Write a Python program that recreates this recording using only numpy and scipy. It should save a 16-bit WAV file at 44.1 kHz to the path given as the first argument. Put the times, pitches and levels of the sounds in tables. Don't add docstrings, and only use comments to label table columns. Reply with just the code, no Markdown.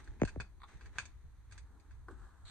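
import sys
import numpy as np
from scipy import signal
from scipy.fft import rfft, irfft
from scipy.io import wavfile

SR = 44100
rng = np.random.default_rng(int(sys.argv[2]) if len(sys.argv) > 2 else 0)


def bounce(signal):
    frames = np.transpose(np.atleast_2d(signal))
    limited = np.clip(frames, -1, 1)
    pcm = np.round(limited * 32767).astype(np.int16)
    wavfile.write(sys.argv[1], SR, pcm)


N = 110250
FFT_SIZE = 131072
HZ = np.fft.rfftfreq(FFT_SIZE, 1 / SR)
TIME_S = np.arange(N) / SR


def amp(db):
    return 10 ** (np.asarray(db) / 20)


def read(points):
    hz, value = np.transpose(points)
    return np.interp(np.log(HZ + 1), np.log(hz + 1), value)


def level(points):
    return amp(np.interp(TIME_S, *np.transpose(points)))


def evened(x):
    return x / np.sqrt(np.mean(x ** 2) + 1e-20)


def delayed(start_s):
    return np.exp(-2j * np.pi * HZ * start_s)


def causal(db):
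    log_gain = np.log(amp(np.concatenate([db, db[-2:0:-1]])))
    return np.exp(np.conj(signal.hilbert(log_gain)))[:len(HZ)]


# hz, left_right_likeness [-1 to 1]
MIC_LIKENESS = [(30, 0.42), (100, 0.52), (300, 0.67), (800, 0.57), (1400, 0.96), (2400, 0.2), (4200, 0.1),
                (6000, -0.13), (9000, 0.069)]


def spread(pair):
    a, b = rfft(pair, FFT_SIZE)
    likeness = np.clip(read(MIC_LIKENESS), -.99, .99)
    mid = a * np.sqrt((1 + likeness) / 2)
    side = b * np.sqrt((1 - likeness) / 2)
    return np.array([mid + side, mid - side])


# hz, left_lead_rad
MIC_PHASE = [(30, 1), (1500, 0.54), (4200, 2.2), (6000, -3.5), (9000, -3)]


def direct():
    return np.exp(.5j * np.outer([1, -1], read(MIC_PHASE)))


def sound(spectra):
    return irfft(spectra, FFT_SIZE)[..., :N]


def grains(per_s, spread_db, size):
    strength = amp(spread_db * np.minimum(rng.exponential(1, (2, size)), 4))
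    sign = rng.choice([-1, 1], (2, size))
    present = rng.random((2, size)) < per_s / SR
    return strength * sign * present


def coloured(pair, colour):
    return evened(sound(spread(pair) * amp(read(colour))))


CRUMBLES_PER_S, CRUMBLE_SPREAD_DB = 5000, 4.5
CRACK_DB, CRUMBLE_DB = -4.5, -3


def crumble(decay_s):
    t = TIME_S[:SR // 10]
    clicks = grains(CRUMBLES_PER_S, CRUMBLE_SPREAD_DB, len(t)) * np.exp(-t / decay_s)
    fibres = evened(clicks) / np.sqrt(len(t))
    return amp(CRACK_DB) * direct() + amp(CRUMBLE_DB) * spread(fibres)


# start_s, level_db, sweep_cycles [a tone is this many of its periods late], bass_db, treble_db
FLEX_EVENTS = [(0.2170, -3.5, 1.66, -3, 0.5), (0.2335, -10.5, 1.45, 2.5, 7.5),
               (0.3589, -19, 2.17, -22, -17), (0.3736, -32.5, 0.783, 23.5, -55),
               (2.0860, -34, 11, -11, -32)]
# hz, level_db
FLEX_SPECTRUM = [(25, -6), (60, 0.5), (130, 3.5), (300, 2), (600, -5.5), (1050, -21), (2400, -25.5),
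                 (3000, -38), (4200, -44), (5300, -54), (6500, -31.5), (8000, -53.5), (10000, -80)]
FLEX_DB, FLEX_BASS_HZ, FLEX_TREBLE_HZ = 22.5, 132, 2270
FLEX_LEFT_LEAD_S, FLEX_SCUFF_DB = 0.000092, -18.5
FLEX_ECHO_S, FLEX_ECHO_DB = 0.0113, -27.5


def flexes():
    bass = 1 / (1 + (HZ / FLEX_BASS_HZ) ** 2)
    treble = HZ ** 2 / (HZ ** 2 + FLEX_TREBLE_HZ ** 2)
    waves = 0
    for start_s, level_db, sweep_cycles, bass_db, treble_db in FLEX_EVENTS:
        tone_db = read(FLEX_SPECTRUM) + bass_db * bass + treble_db * treble
        dispersion = np.exp(-2j * np.pi * sweep_cycles * np.log((HZ + 2) / FLEX_BASS_HZ))
        waves = waves + amp(FLEX_DB + level_db + tone_db) * delayed(start_s) * dispersion
    waves = waves * (1 + amp(FLEX_ECHO_DB) * delayed(FLEX_ECHO_S) / (1 + (HZ / 500) ** 2))
    waves = waves * (1 + amp(FLEX_SCUFF_DB) * crumble(0.024) * np.clip(HZ / 600, 1, 3))
    lead_cycles = FLEX_LEFT_LEAD_S * HZ / (1 + (HZ / 900) ** 2)
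    return sound(waves * direct() * np.exp(1j * np.pi * np.outer([1, -1], lead_cycles)))


# start_s, level_db, brightness_db_per_octave, crumble_decay_s, rib_ring_db
SNAP_EVENTS = [(0.0438, -33, 8, 0.001, -16), (0.0757, -26, -2, 0.0017, 12.5),
               (0.1998, -21.5, -7.5, 0.0072, -21), (0.2510, -9, 0.5, 0.0022, 2),
               (0.2756, -13, 1, 0.0064, 6), (0.2819, -14, -3.5, 0.0036, 5.5), (0.29, -18, 1.5, 0.0026, 8),
               (0.4014, -6.5, -5.5, 0.0032, 3.5), (0.4050, -10, 1, 0.0059, -9.5),
               (0.8107, -21.5, -2.5, 0.015, 4), (0.859, -21.5, -1.5, 0.0046, 2.5),
               (0.9569, -31.5, -12.5, 0.0092, 10), (0.9846, 1, 1, 0.0023, 7.5),
               (0.9890, -15, -3, 0.0053, 1), (0.9983, -8.5, 0, 0.016, -3), (1.0548, -16, 3, 0.0026, -20),
               (1.5121, -26.5, 2.5, 0.0085, 2), (1.5228, -20, 3.5, 0.0047, 7),
               (1.579, -18.5, 3.5, 0.0084, 1), (1.799, -34, 3.5, .003, -2),
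               (1.9097, -29.5, -0.5, 0.023, 7.5)]
# hz, level_db
SNAP_SPECTRUM = [(150, -2), (500, -15), (900, -5), (1500, -5), (1950, -2.5), (2500, 4), (2950, -11.5),
                 (3550, -3.5), (3950, -9.5), (4550, 0), (5300, -15), (6300, -6.5), (7500, -14),
                 (8400, -9.5), (9300, -24.5), (10200, -51)]
SNAP_DB = -6
RIB_HZ, RIB_RISE_S, RIB_DB, RIB_ECHO_DB = 1656, 0.00094, -36, -7.5


def snaps(space):
    t = TIME_S[:SR // 10]
    swell = t / RIB_RISE_S * np.exp(1 - t / RIB_RISE_S)
    rib = rfft(swell * np.sin(2 * np.pi * RIB_HZ * t), FFT_SIZE)
    octaves = np.log2(np.clip(HZ, 500, None) / 2500)
    cracks, rings = 0, 0
    for start_s, level_db, bright_db, decay_s, ring_db in SNAP_EVENTS:
        hit = amp(level_db) * delayed(start_s)
        cracks = cracks + hit * amp(SNAP_DB + bright_db * octaves) * crumble(decay_s)
        rings = rings + hit * amp(RIB_DB + ring_db)
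    cracks = cracks * causal(read(SNAP_SPECTRUM)) * (1 + space)
    rings = rings * rib * (1 + amp(RIB_ECHO_DB) * space)
    return sound(cracks + rings)


# start_s, level_db, crumble_decay_s
CRUNCH_EVENTS = [(0.6035, -9.5, 0.0098), (0.6185, -2, 0.0017), (0.6335, 2, 0.0044), (0.6400, 1, 0.0052)]
# hz, level_db
CRUNCH_SPECTRUM = [(200, -8), (600, -16), (820, 6), (1200, 7), (1600, -9), (2200, -6), (2900, -21.5),
                   (3600, -2.5), (4500, -11), (5300, -41), (8500, -23.5), (10000, -41)]
CRUNCH_DB = -20


def crunches(space):
    bursts = 0
    for start_s, level_db, decay_s in CRUNCH_EVENTS:
        bursts = bursts + amp(CRUNCH_DB + level_db) * delayed(start_s) * crumble(decay_s)
    return sound(bursts * causal(read(CRUNCH_SPECTRUM)) * (1 + amp(-6) * space))


# start_s, level_db
PAT_EVENTS = [(2.0844, 7), (2.0872, 7), (2.0897, 3.5)]
# hz, level_db
PAT_SPECTRUM = [(150, 0), (400, -7), (700, -11), (1000, -1), (1500, -0.5), (1900, -16.5), (2500, -33),
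                (9000, -36)]
PAT_DB = -19


def pats(space):
    hits = sum(amp(PAT_DB + level_db) * delayed(start_s) for start_s, level_db in PAT_EVENTS)
    return sound(hits * causal(read(PAT_SPECTRUM)) * (direct() + amp(-8) * space))


# mode_hz, level_db [before PANEL_DB], t60_s
PANEL_MODES = [(283, -61.5, 0.21), (327.5, -57, 0.22), (381.5, -52, 0.13), (461, -47.5, 0.056)]
PANEL_DB, PANEL_RISE_S = 9, 0.024


def panel():
    t = np.maximum(TIME_S - PAT_EVENTS[0][0], 0)
    modes = 0
    for mode_hz, level_db, t60_s in PANEL_MODES:
        tone = np.sin(2 * np.pi * (mode_hz * t + rng.random()))
        modes = modes + amp(level_db - 60 * t / t60_s) * tone
    return amp(PANEL_DB) * (1 - np.exp(-t / PANEL_RISE_S)) * modes


SLIPS_PER_S, SLIP_SPREAD_DB = 2500, 3.5


def friction(curve, colour):
    slips = grains(SLIPS_PER_S, SLIP_SPREAD_DB, N) + 0.32 * rng.standard_normal((2, N))
    return level(curve) * coloured(slips, colour)


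# time_s, level_db
RUB_LEVEL = [(0, -58), (.03, -68), (.09, -68.5), (.19, -73.5), (.32, -71.5), (.55, -82), (.6, -80),
             (.66, -78), (.69, -62), (.75, -66), (.79, -69), (.86, -65.5), (.92, -72.5), (.97, -59),
             (1.12, -75.5), (1.3, -79), (1.48, -78.5), (1.54, -66), (1.7, -83.5), (1.93, -77),
             (2.05, -82.5), (2.5, -84)]
# hz, level_db
RUB_SPECTRUM = [(150, 4.5), (500, 0), (1000, 0), (1700, 6), (2400, -0.5), (2900, -8), (3900, -4.5),
                (5200, -15), (6300, -5.5), (7500, -17), (8500, -12.5), (10000, -31.5)]


def rub():
    return friction(RUB_LEVEL, RUB_SPECTRUM)


# time_s, level_db
SLIDE_LEVEL = [(0, -97), (1.45, -107), (1.7, -74), (2.07, -79), (2.11, -60.5), (2.16, -69.5), (2.23, -63),
               (2.33, -68), (2.42, -71), (2.5, -62)]
# hz, level_db
SLIDE_SPECTRUM = [(100, 5), (330, -15.5), (600, -9), (1100, 0), (1650, -1), (2200, -22), (3000, -20.5),
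                  (4200, -20), (5300, -26), (8300, -18.5), (10000, -38)]


def slide():
    return friction(SLIDE_LEVEL, SLIDE_SPECTRUM)


# time_s, level_db
SCRAPE_LEVEL = [(2.449, -92), (2.453, -63.5), (2.468, -62), (2.485, -54.5), (2.5, -58)]
# hz, level_db
SCRAPE_SPECTRUM = [(500, -11), (2300, -2), (2700, -11), (3200, -2.5), (4200, 8.5), (5000, -19.5),
                   (6500, -9.5), (8500, -8), (10000, -37)]


def scrape():
    return friction(SCRAPE_LEVEL, SCRAPE_SPECTRUM)


# time_s, level_db
SLEEVE_LEVEL = [(0, -66), (.17, -66), (.33, -65.5), (.5, -80), (.75, -71), (1.05, -70), (1.3, -105),
                (1.6, -80.5), (1.75, -68), (1.95, -79), (2.05, -78.5), (2.17, -65), (2.3, -74.5),
                (2.5, -80)]
# hz, level_db
SLEEVE_SPECTRUM = [(60, -2.5), (150, -2), (300, 2), (420, -4), (600, -21.5), (850, -4.5), (1400, -34.5),
                   (5000, -43)]


def sleeves():
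    return friction(SLEEVE_LEVEL, SLEEVE_SPECTRUM)


EARLY_T60_S, EARLY_DB = 0.066, -0.5
TAIL_T60_S, TAIL_DB = 0.22, -7


def surroundings():
    t = TIME_S[:SR // 2]
    taps = 0
    for t60_s, level_db in (EARLY_T60_S, EARLY_DB), (TAIL_T60_S, TAIL_DB):
        tail = rng.standard_normal((2, len(t))) * amp(-60 * t / t60_s) * (t > .002)
        taps = taps + amp(level_db) * evened(tail) / np.sqrt(len(t))
    return spread(taps)


# time_s, level_db [before RUMBLE_DB]
RUMBLE_LEVEL = [(0.0, -51), (0.06, -59), (0.1, -45.5), (0.18, -58), (0.26, -40.5), (0.3, -57.5), (0.4, -47),
                (0.42, -53.5), (0.66, -58.5), (0.7, -72), (0.76, -45), (0.8, -62.5), (0.88, -47.5),
                (0.94, -58.5), (0.99, -52.5), (1.22, -57), (1.25, -47.5), (1.36, -61), (1.39, -51),
                (1.43, -61.5), (1.52, -51.5), (1.83, -62.5), (1.98, -51.5), (2.06, -55), (2.22, -52.5),
                (2.37, -62.5), (2.46, -49), (2.5, -54)]
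# hz, level_db
RUMBLE_SPECTRUM = [(10, -23), (28, -6.5), (45, -1.5), (60, 2), (85, -8), (120, -17), (180, -31),
                   (300, -40.5), (700, -46), (3000, -123.5)]
# hz, level_db
AIR_SPECTRUM = [(100, 4), (300, 5.5), (600, -7.5), (1000, 5.5), (1600, -5.5), (2800, -16), (4200, -11.5),
                (5300, -19.5), (6500, -7.5), (7500, -19.5), (8400, -12.5), (9800, -16.5), (12500, -14.5)]
RUMBLE_DB, AIR_DB = 1, -76


def outdoors():
    rumble = level(RUMBLE_LEVEL) * coloured(rng.standard_normal((2, N)), RUMBLE_SPECTRUM)
    air = coloured(rng.standard_normal((2, N)), AIR_SPECTRUM)
    return amp(RUMBLE_DB) * rumble + amp(AIR_DB) * air


def scene():
    space = surroundings()
    leaf = flexes() + snaps(space) + crunches(space)
    landing = pats(space) + panel()
    rubbing = rub() + slide() + scrape() + sleeves()
    return leaf + landing + rubbing + outdoors()


# hz, left_minus_right_db
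MIC_BALANCE = [(30, 1.5), (500, 0.5), (1500, .5), (3000, 0), (6500, 0.5), (7500, -4.5), (8500, -12),
               (9500, -1.5), (11000, 0)]
EDGE_HZ = 12800


def record(dry):
    gains = amp(np.outer([.5, -.5], read(MIC_BALANCE)))
    heard = sound(rfft(dry, FFT_SIZE) * gains)
    lowpass = signal.firwin(255, EDGE_HZ, window=("kaiser", 8), fs=SR)
    return signal.oaconvolve(heard, lowpass[None], "same")


dry = scene()
out = record(dry)
bounce(out)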